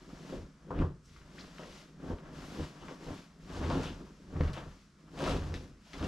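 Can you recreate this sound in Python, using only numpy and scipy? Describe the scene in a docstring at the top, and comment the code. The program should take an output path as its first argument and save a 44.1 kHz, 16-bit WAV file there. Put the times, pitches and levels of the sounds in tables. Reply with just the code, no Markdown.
"""A thick bedspread is handled over a bed in a small bedroom, above a steady low hum of the room's standing
waves. First it slides, hissing by friction, and is tossed aside; the heap drops at 0.8 s with a wave of air.
From 1.2 s it is gathered up: a nail zips over the weave, folds slap and the hem snaps. It is shaken out at 3.6
s and floats down at 4.4 s, its landing folds exciting mattress and room modes. At 5.2 s a seam ticks through
the fingers and a second shake follows; a last swing comes at 6 s."""
import sys
import numpy as np
from scipy import signal
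from scipy.fft import rfft, irfft, next_fast_len
from scipy.io import wavfile
from scipy.ndimage import uniform_filter1d, map_coordinates

SR = 44100
rng = np.random.default_rng(int(sys.argv[2]) if len(sys.argv) > 2 else 0)


def file_out(sig):
    """Save sig as 16-bit WAV at sys.argv[1]."""
    # one column per channel
    cols = np.atleast_2d(sig).T
    # limit, then scale
    lim = np.clip(cols, -1, 1)
    pcm = np.round(lim * 32767).astype(np.int16)
    wavfile.write(sys.argv[1], SR, pcm)


N = 267687

# Standing waves of the room that hum in the background: f/Hz, bandwidth/Hz, level/dB
HUM_RESONANCES = [(156.2, 36, -4.5), (199.5, 29, 0), (284, 7.6, -16)]
# Cloth drawn over cloth: start t/s, duration/s, rustle level/dB, hiss level/dB, swell/dB
PULLS = [ (-0.009, 0.36, -61.5, -63.5, 9.5), (.5, 0.33, -68.5, -75.5, 12), (1.093, 0.085, -77, -66.5, 0.5),
         (1.17, 0.26, -66, -68.5, 13), (1.377, 0.24, -63, -64.5, -5.5), (1.577, .21, -59.5, -59.5, 4),
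         (2.03, 0.077, -57, -64.5, 4.5), (2.242, 0.032, -56.5, -71, 3.5), (2.362, 0.28, -54, -57, 5),
         (2.764, 0.16, -58, -63, 5), (3.046, 0.14, -55.5, -58.5, -0.5), (3.425, 0.1, -75, -65, 4),
         (3.516, 0.2, -49, -56, 5.5), (3.717, 0.13, -49, -53.5, 4), (3.982, 0.11, -66.5, -69.5, 2),
         (4.1, 0.15, -79, -72, 3), (4.298, 0.13, -62, -66.5, 5), (4.438, 0.041, -49, -61.5, -0.5),
         (4.566, 0.012, -48.5, -59.5, 1), (4.685, 0.15, -77, -68, -2.5), (5.002, 0.23, -77, -78.5, -9),
         (5.221, 0.082, -43, -47.5, 4), (5.41, 0.06, -58, -65.5, 12), (5.568, 0.072, -63, -62, -3.5),
         (5.85, 0.13, -65, -62, 9), (5.99, 0.1, -46, -55.5, 9)]
# The sheet swung, lifted or let fall: top-speed t/s, rise/s, fall/s, air level/dB, fold level/dB
SHEET_SWINGS = [ (.135, 0.48, 0.3, -51.5, -49.5), (.335, 0.35, 0.13, -61, -43.5),
                (0.393, 0.28, 0.2, -41, -44.5), (0.814, 0.19, 0.13, -25, -30.5),
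                (1.2, 0.72, 0.5, -51, -60.5), (1.4, 0.35, 0.55, -53, -49.5), (1.64, 0.24, 0.86, -55.5, -55),
                (2.045, 0.11, 0.16, -54, -41), (2.12, 0.17, 0.063, -33.5, -38), (2.39, 1, 0.92, -49, -47.5),
                (2.535, 0.083, 0.11, -58, -43.5), (2.606, 0.13, 0.089, -34.5, -38),
                (2.845, 0.18, 0.084, -52, -44.5), (2.926, 0.11, 0.075, -60, -44),
                (3.1, 0.21, 0.19, -41, -38), (3.63, 0.31, 0.65, -30.5, -37), (3.764, 0.3, 0.17, -48, -31.5),
                (3.9, 0.25, 0.19, -45, -45), (4.01, 0.069, 0.15, -57, -46), (4.37, 0.23, 0.26, -33, -40.5),
                (4.44, 0.094, 0.23, -29, -42), (4.66, 0.3, 0.27, -44, -50), (5.225, 0.097, 0.3, -52, -35.5),
                (5.33, 0.31, 0.23, -29.5, -33), (5.42, 0.15, 0.19, -29.5, -47.5),
                (5.505, 0.18, 0.4, -35, -41.5), (6.021, 0.15, 0.58, -31.5, -40)]
# Folds landing or pulling taut: t/s, push level/dB, whump level/dB, smack level/dB, T60/s, rise/s
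FOLD_IMPACTS = [(0.324, -46, -36, -59, .12, 0.0016), (0.7058, -43, -37, -36.5, 0.12, 0.001),
                (0.775, -36, -50, -62, 0.066, .007), (0.798, -20.5, -46, -53, .06, 0.0024),
                (.817, -40, -33.5, -32, 0.045, 0.00063), (0.844, -25.5, -44, -62, 0.068, 0.0039),
                (1.593, -69, -46, -50.5, 0.37, 0.00048), (2.099, -43, -35, -46, 0.15, 0.0017),
                (2.113, -46, -59, -59, .09, 0.0023), (2.596, -36, -40.5, -52, 0.081, 0.00086),
                (2.813, -48, -55, -51, 0.15, 0.0012), (2.883, -58, -49, -49, 0.15, 0.0009),
                (2.908, -71, -47, -46, 0.065, 0.0012), (3.636, -50, -48, -43, 0.13, 0.0036),
                (3.701, -60, -59, -33.5, 0.2, 0.00037), (3.757, -38, -23.5, -63, 0.056, 0.0024),
                (4.081, -61, -59, -57, 0.056, 0.0016), (4.358, -28, -56, -56, 0.07, 0.0022),
                (4.4056, -20.5, -22.5, -34.5, 0.027, 0.0011), (4.431, -28.5, -43, -55, 0.045, 0.002),
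                (4.492, -30, -49, -47, 0.11, 0.0034), (4.565, -66, -40.5, -42.5, 0.15, 0.0024),
                (5.203, -61, -52, -37, 0.22, 0.0019), (5.272, -59, -39, -31, 0.071, 0.00088),
                (5.428, -27.5, -44, -59, 0.08, 0.003), (5.493, -35.5, -41, -64, 0.071, 0.0033),
                (5.938, -53, -46.5, -50, 0.17, 0.0029), (6.009, -33, -49, -43, 0.09, 0.0023),
                (6.026, -28, -38.5, -43.5, 0.17, 0.0014)]
# Standing waves of the room: f/Hz, level/dB, T60/s
ROOM_MODES = [(78, -2.5, 0.24), (138.8, -7.5, 0.25)]
# Flicks of the hem: t/s, peak level/dB, cutoff f/Hz, relative brush level/dB
HEM_SNAPS = [(0.7063, -52, 1190, 3), (0.7907, -37, 2570, -1), (1.1629, -47, 1140, 2), (1.215, -53, 1080, 4),
             (1.584, -37.5, 2950, -1), (1.6055, -49, 1700, -8), (1.6332, -43, 2000, 0),
             (2.1858, -44, 1890, -12.5), (2.883, -38, 1790, 4), (3.569, -38, 4800, 4),
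             (3.638, -41, 2500, 9), (3.6638, -35.5, 3980, -2), (3.701, -33, 5500, 6),
             (3.796, -40, 3500, -1), (3.833, -34.5, 9000, 2), (3.8563, -44, 11000, -3),
             (3.878, -38, 9000, -3), (4.365, -42.5, 750, -11), (4.4094, -29.5, 1600, -24),
             (4.435, -40, 9000, 3), (4.477, -42.5, 3000, 6), (4.533, -40, 13000, 0.5),
             (5.176, -41, 10000, 7), (5.241, -31, 5500, 2), (5.5415, -29.5, 8000, -1),
             (5.9332, -38.5, 4800, 5.5), (5.996, -39.5, 4500, 3.5), (6.027, -36.5, 5040, 4),
             (6.044, -36.5, 5000, 6)]
# Folds whipping across the sheet: top-speed t/s, half duration/s, centre f/Hz, level/dB
FOLD_SWISHES = [(0.801, 0.031, 2500, -60), (1.062, 0.022, 5900, -70), (1.405, .014, 4370, -62),
                (2.497, 0.092, 10400, -76), (2.82, 0.019, 3020, -61), (2.905, 0.007, 5860, -66),
                (3.57, 0.035, 5460, -61.5), (3.724, .025, 4000, -56), (3.869, 0.048, 2920, -53.5),
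                (4.571, 0.029, 2720, -54), (5.221, 0.056, 640, -44), (5.286, 0.032, 570, -39),
                (5.56, 0.017, 3660, -57), (5.999, 0.004, 3280, -54)]
# A fingernail crossing the weave: t/s, thread f/Hz, level/dB
NAIL_PATH = [(1.376, 1400, -64), (1.384, 1736, -46), (1.39, 2970, -53), (1.396, 5350, -49),
             (1.402, 5640, -74), (1.41, 4030, -49), (1.425, 4970, -69), (1.445, 4600, -80)]
# A seam running through the fingers: t/s, stitch f/Hz, level/dB
SEAM_PATH = [(5.16, 140, -74.5), (5.18, 144, -30.5), (5.29, 110, -26.5), (5.34, 34, -28)]

# Spectral densities of the sources: f/Hz, level/dB
STILL_AIR = [(20, -3), (45, 14), (95, -1.5), (155, -8), (420, -12.5), (800, -23), (1250, -6), (2200, -18),
             (4000, -21), (5400, -17.5), (9000, -27), (14000, -48)]
LIGHT_HISS = [(900, -20.5), (2000, -0.5), (2900, -3), (4000, -3.5), (5400, -3), (7500, -9.5), (8600, -17),
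              (12000, -21.5), (14000, -31.5)]  # weave lightly brushed
FIRM_HISS = [(900, -40.5), (2000, -0.5), (2900, 6), (4000, 2.5), (5400, -2), (7500, -8), (8600, -13),
             (12000, -24), (14000, -33)]  # weave firmly rubbed
CREASE_RUSTLE = [(250, -57.5), (600, 5.5), (900, 3), (1250, 1.5), (1700, -2), (2200, -13.5), (3200, -13),
                 (7000, -48)]
CREASE_POP = [(900, -27), (2000, 2), (3200, 1), (5400, -2), (8000, -14), (11000, -13), (14000, -23)]
GENTLE_AIR = [(12, -15), (24, -9), (37, -1.5), (55, 8.5), (80, -21.5), (105, -9.5), (220, -42), (500, -96)]
GUSTING_AIR = [(12, -33), (25, -12.5), (36, -0.5), (52, -3), (66, -2.5), (82, 3), (100, -9), (125, -22),
               (220, -25.5), (500, -94)]
SLOW_FOLDS = [(70, -23.5), (118, -31.5), (152, 0), (205, -3.5), (265, -3), (320, -7.5), (420, -15.5),
              (650, -24), (1500, -68)]
FAST_FOLDS = [(80, -48), (135, -1.5), (205, -7.5), (268, 1.5), (310, -5.5), (390, -8), (600, -18),
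              (800, -15.5), (1500, -46.5), (4000, -101)]
PADDING_WHUMP = [(70, -47.5), (150, -6.5), (280, -2), (400, -11), (620, -9.5), (850, -21.5), (2000, -67.5)]
CLOTH_SMACK = [(250, -32.5), (600, 6), (900, 8), (1300, 4.5), (1700, -7.5), (2100, -25), (3200, -31),
               (6000, -32), (13000, -61)]
HEM_CRACK = [(300, -37), (1200, 10.5), (3200, 9), (6000, 0.5), (12500, -16), (14000, -27)]
STITCH_TICK = [(500, -35), (2500, 14), (5000, 3.5), (9000, -5.5), (11000, -14), (14000, -24)]

# Reverberation time of the bedroom: f/Hz, T60/s
ROOM_DECAY = [(80, 0.93), (300, 0.51), (2000, 0.16), (10000, 0.21)]
# Peaks and dips due to close walls: f/Hz, bandwidth/Hz, gain/dB
WALL_BANDS = [(61, 55, -6), (151, 22, 3), (243.4, 119, -5.5), (268.6, 10.3, 4), (372.4, 7.5, 3.5),
              (467.4, 44, -5.5), (478, 35, 7.5), (665, 19, -5.5), (798, 256, -5), (970, 5.4, 2),
              (1200, 61, 1), (1245, 61, -3), (1490, 110, -1.5), (2770, 12, 0)]
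# Stereo width: f/Hz, side minus mid level/dB
SIDE_LEVEL = [(60, -39), (125, -19), (250, -23), (500, -13), (1000, -10), (2000, -7), (4000, -8.4),
              (8000, -6), (12000, -2.8)]
# Imbalance of the microphone ports: f/Hz, left minus right level/dB
LEFT_EXCESS = [(125, -.1), (250, 0), (500, 2.1), (1000, 3), (2000, 2.6), (4000, 1.7), (8000, 1.8),
               (12000, 2.6)]
# Phase lead of the left port: f/Hz, phase/rad
LEFT_LEAD = [(60, 0.0), (125, -0.05), (250, -0.08), (500, -0.13), (1000, -0.33), (2000, -0.6),
             (3000, -0.59), (4500, -0.13), (7000, -0.12), (11000, -0.05)]


def amp(db):
    """Amplitude ratio of a level in decibels."""
    return 10 ** (np.asarray(db) / 20)


def unit(x):
    """Normalisation to rms 1."""
    return x / np.sqrt(np.mean(x ** 2) + 1e-20)


def along(points, hz):
    """Interpolation on a logarithmic frequency axis."""
    f, values = np.transpose(points)
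    return np.interp(np.log(hz + 1), np.log(f + 1), values)


def curves(rows):
    """Linear interpolation in time of each column after the first."""
    times, *columns = np.transpose(rows)
    return [np.interp(np.arange(N) / SR, times, column) for column in columns]


def wobble(rate):
    """Smooth random modulation: a spline through rate knots a second."""
    knots = rng.standard_normal(int(N * rate / SR) + 4)
    return map_coordinates(knots, [np.arange(N) * rate / SR])


def resonance(f, centre, width):
    """Band-pass response of a damped oscillator."""
    return 1j * f * width / (centre ** 2 - f ** 2 + 1j * f * width)


def filtered(x, response):
    """Linear filtering: the spectrum of x times a frequency response."""
    size = x.shape[-1]
    padded = next_fast_len(size + SR // 2)
    return irfft(rfft(x, padded) * response(np.fft.rfftfreq(padded, 1 / SR)), padded)[..., :size]


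def coloured(x, spectrum, size=16384):
    """Minimum-phase filtering: causal, so attacks stay sharp."""
    cepstrum = irfft(np.log(amp(along(spectrum, np.fft.rfftfreq(size, 1 / SR)))))
    cepstrum[1:size // 2] *= 2
    cepstrum[size // 2 + 1:] = 0
    ring = irfft(np.exp(rfft(cepstrum))).reshape((1,) * (x.ndim - 1) + (-1,))
    return signal.fftconvolve(x, ring, axes=-1)[..., :x.shape[-1]]


def stereo(pair):
    """Mid-side mixing: left and right are coherent in the bass, less so in the treble."""
    mid, side = pair[0], filtered(pair[1], lambda hz: amp(along(SIDE_LEVEL, hz)))
    return np.array([mid + side, mid - side])


def add(track, s, sound):
    """Superposition of a sound on a track at time s."""
    part = track[max(round(s * SR), 0):][:len(sound)]
    part += sound[:len(part)]


def grains(spectrum, rate, spread_db, smooth_db):
    """Shot noise: tiny contacts of unequal size over a smooth rub, in stereo at rms 1."""
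    hits = (rng.random((2, N)) < rate / SR) * rng.choice([-1, 1], (2, N))
    sizes = amp(spread_db * np.clip(rng.standard_normal((2, N)), -2, 2))
    contacts = unit(hits * sizes) + amp(smooth_db) * rng.standard_normal((2, N))
    return unit(stereo(coloured(contacts, spectrum)))


def evened(x, window_s):
    """Division by the running rms flattens slow random swells."""
    power = uniform_filter1d(np.mean(x ** 2, axis=0), max(int(window_s * SR), 1))
    return unit(x / np.sqrt(np.abs(power) + 0.00086))


def blend(gentle, hard, over_db):
    """Equal-power crossfade between textures as the level passes a threshold."""
    share = (1 + np.tanh(over_db / 7)) / 2
    return np.sqrt(1 - share) * gentle + np.sqrt(share) * hard


def room_tone(hiss_db=-66.5, drone_db=-65):
    """Resonance: noise excites the room's standing waves, which hum over the hiss of still air."""
    still = unit(stereo(coloured(rng.standard_normal((2, N)), STILL_AIR)))
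    hum_response = lambda f: sum(amp(db) * resonance(f, hz, width) ** 2 for hz, width, db in HUM_RESONANCES)
    drone = unit(stereo(filtered(rng.standard_normal((2, N)), hum_response)))
    return amp(hiss_db) * still + amp(drone_db) * drone


def slide_levels(folds_db, attack_s=0.044, release_s=0.082, crease_db=-15, brush_db=-36.5):
    """Incoherent sources add in power: rustle and hiss levels of all pulls and swinging folds."""
    t = np.arange(N) / SR
    rustle, hiss = amp(folds_db + crease_db) ** 2, amp(folds_db + brush_db) ** 2
    for s, length, rustle_db, hiss_db, swell_db in PULLS:
        fade = np.maximum((s - t) / attack_s, (t - s - length) / release_s).clip(0, 20)
        progress = np.clip((t - s) / length, 0, 1)
        power = (np.exp(-fade) * amp(swell_db * (progress - 0.5))) ** 2
        rustle += amp(rustle_db) ** 2 * power
        hiss += amp(hiss_db) ** 2 * power
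    return 10 * np.log10(rustle), 10 * np.log10(hiss)


def rub(rustle_db, hiss_db, firm_db=-56):
    """Friction: creases rustle; the weave whispers under a light touch and rasps under a firm one."""
    flutter = wobble(45)  # creases catch and let go
    rustle = amp(rustle_db + 1.34 * flutter)
    rustle = rustle * grains(CREASE_RUSTLE, rate=800, spread_db=4.5, smooth_db=0.5)
    light = grains(LIGHT_HISS, rate=1500, spread_db=3, smooth_db=6)
    firm = grains(FIRM_HISS, rate=820, spread_db=11.5, smooth_db=6.5)
    return rustle + amp(hiss_db + 0.31 * flutter) * blend(light, firm, hiss_db - firm_db)


def crinkles(hiss_db, rate=70, over_db=20.5, spread_db=4):
    """A Poisson process: single creases pop at random, louder as the cloth slides harder."""
    pops = (rng.random(N) < rate / SR) * rng.choice([-1, 1], N)
    size_db = hiss_db + over_db + spread_db * rng.standard_normal(N).clip(-2, 2)
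    return coloured(pops * amp(size_db), CREASE_POP)


def swing_levels(span_db=28, air_steepness=1.36, air_lag_s=0.018):
    """Power laws of speed set air and fold levels; the air grows more steeply and trails the folds."""
    t = np.arange(N) / SR
    air, folds = np.zeros(N), np.zeros(N)
    for s, rise, fall, air_db, folds_db in SHEET_SWINGS:
        speed_db = -span_db * np.maximum((s - t) / rise, (t - s) / fall).clip(max=6)
        air += amp(air_db + air_steepness * speed_db) ** 2
        folds += amp(folds_db + speed_db) ** 2
    return np.interp(t - air_lag_s, t, 10 * np.log10(air)), 10 * np.log10(folds)


def billow(air_db, folds_db, gust_db=-50, full_db=-43):
    """Displacement: the sheet pushes air; its tumbling folds boom when slow, sound fuller when fast."""
    draught = evened(grains(GENTLE_AIR, rate=48, spread_db=8.5, smooth_db=4.5), window_s=0.06)
    gust = evened(grains(GUSTING_AIR, rate=89, spread_db=-5.5, smooth_db=-4), window_s=0.0385)
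    slow = evened(grains(SLOW_FOLDS, rate=180, spread_db=2, smooth_db=-3), window_s=0.061)
    fast = evened(grains(FAST_FOLDS, rate=400, spread_db=3, smooth_db=-3), window_s=0.023)
    ripple_db = 0.5 * wobble(22)  # the air surges as the sheet ripples
    air = amp(air_db + ripple_db) * blend(draught, gust, air_db - gust_db)
    folds = amp(folds_db + 1.6 * wobble(52)) * blend(slow, fast, folds_db - full_db)
    return air + folds


def flaps(push_s=0.00244, onset_db=1, onset_t60=0.0043, thud_hz=279.6, thud_db=1.5, thud_t60=0.06):
    """Impulse excitation: a fold's air push rings the room modes as mattress, padding and cloth sound."""
    track, t = np.zeros(N), np.arange(SR // 3) / SR
    u = t / push_s - 2
    push = (1 - 2 * u ** 2) * np.exp(-u ** 2)  # suction, pressure, suction
    modes = sum(amp(db - 60 * t / t60) * np.sin(2 * np.pi * hz * t) for hz, db, t60 in ROOM_MODES)
    # each spot of the mattress has its own pitch, within 0.3 octave
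    pitches = thud_hz * 2 ** (0.3 * rng.uniform(-1, 1, len(FOLD_IMPACTS)))

    def puff(spectrum):
        """Stationary noise, taken after the filter has settled."""
        noise = coloured(rng.standard_normal((1, 2 * len(t))), spectrum)
        return evened(noise[:, len(t):], window_s=0.039)[0]

    for (s, push_db, whump_db, smack_db, t60, rise), hz in zip(FOLD_IMPACTS, pitches):
        thud = amp(whump_db + thud_db - 60 * t / thud_t60) * np.sin(2 * np.pi * hz * t)
        contact = amp(-60 * t / t60) * (1 + amp(onset_db - 60 * t / onset_t60))
        fabric = contact * (amp(whump_db) * puff(PADDING_WHUMP) + amp(smack_db) * puff(CLOTH_SMACK))
        attack = 1 - np.exp(-t / rise)
        add(track, s, attack * (amp(push_db) * (push + modes) + thud + fabric))
    return track


def snaps(grit_cycles=24, grit_db=-3, brush_t60=0.12):
    """Low-passed impulses: the hem cracks with grit and a brush, duller and longer where doubled."""
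    track, t = np.zeros(N), np.arange(SR // 8) / SR
    burst = lambda t60: unit(rng.standard_normal(len(t)) * amp(-60 * t / t60)) / np.sqrt(len(t))
    for s, db, cutoff_hz, brush_db in HEM_SNAPS:
        grit = amp(grit_db) * burst(grit_cycles / cutoff_hz)
        flick = (t == 0) + grit + amp(brush_db) * burst(brush_t60)
        low_pass = lambda f: 1 / (1 + 1.4j * f / cutoff_hz - (f / cutoff_hz) ** 2)
        crack = filtered(coloured(flick, HEM_CRACK), low_pass)
        add(track, s, amp(db) * crack / np.abs(crack).max())
    return track


def swishes(width_octaves=0.63):
    """Band noise under a Gaussian envelope: each whipping fold gives a surge of hiss in its own band."""
    track, t = np.zeros(N), np.arange(SR // 2) / SR
    for s, half_s, centre_hz, db in FOLD_SWISHES:
        band = lambda f: 1 / (1 + (np.log2((f + 1) / centre_hz) / width_octaves) ** 2) ** 1.94
        surge = np.exp(-((t - t.mean()) / half_s) ** 2)
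        hiss = unit(filtered(rng.standard_normal(len(t)), band))
        add(track, s - t.mean(), amp(db) * surge * hiss)
    return track


def nail(jitter=0.11):
    """Periodic forcing: the pitch is the uneven, quickly rising rate at which threads pass a nail."""
    rate_hz, db = curves(NAIL_PATH)
    t = np.arange(N) / SR
    phase = 2 * np.pi * np.cumsum(rate_hz * (1 + jitter * wobble(2200))) / SR
    touching = (t > NAIL_PATH[0][0]) & (t < NAIL_PATH[-1][0])
    return amp(db) * np.sin(phase) * touching


def seam(jitter=0.24, spread_db=2):
    """A quasi-periodic pulse train: stitches tick past the fingers at unequal strength."""
    rate_hz, db = curves(SEAM_PATH)
    t = np.arange(N) / SR
    stitches_passed = np.floor(np.cumsum(rate_hz * (1 + jitter * wobble(60))) / SR)
    touching = (t > SEAM_PATH[0][0]) & (t < SEAM_PATH[-1][0])
    ticks = np.diff(stitches_passed, prepend=0) * touching
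    return coloured(ticks * amp(db + spread_db * rng.standard_normal(N)), STITCH_TICK)


def bedroom(x, wet_db, low_cut_hz=190):
    """Reverberation: the direct sound plus the short, exponentially decaying tail of a furnished room."""
    hz, t, noise = signal.stft(rng.standard_normal((2, SR // 2)), SR, nperseg=256)
    decay = amp(-60 * t / along(ROOM_DECAY, hz)[:, None])
    tail = signal.istft(noise * decay, SR, nperseg=256)[1]
    tail = np.pad(tail / np.linalg.norm(tail[0]), ((0, 0), (SR // 250, 0)))  # 4 ms delay
    tail = filtered(tail, lambda f: (f / np.hypot(f, low_cut_hz)) ** 2)
    return x + amp(wet_db) * stereo(signal.fftconvolve(x[None], tail, axes=1)[:, :N])


def walls(f):
    """Interference: close walls reinforce some frequencies and weaken others."""
    return np.prod([1 + (amp(db) - 1) * resonance(f, hz, width) for hz, width, db in WALL_BANDS], axis=0)


def ports(hz):
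    """Level and phase differences: the left port hears the bed a little louder and later in phase."""
    ratio = amp(along(LEFT_EXCESS, hz) / 2) * np.exp(0.5j * along(LEFT_LEAD, hz))
    return np.array([ratio, 1 / ratio])


def scene():
    """Superposition: the bedspread, a little left of the microphone, sounds over the room tone."""
    air_db, folds_db = swing_levels()
    rustle_db, hiss_db = slide_levels(folds_db)
    cloth = billow(air_db, folds_db) + rub(rustle_db, hiss_db)
    transients = flaps() + snaps() + swishes() + crinkles(hiss_db) + seam() + nail()
    bedspread = cloth + bedroom(transients, wet_db=-4)
    return filtered(bedspread, lambda hz: walls(hz) * ports(hz)) + room_tone()


def record(dry, top_hz=13850):
    """Band limiting: an ideal low-pass filter passes nothing above top_hz."""
    return filtered(dry, lambda hz: hz < top_hz)


dry = scene()
out = record(dry)
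file_out(out)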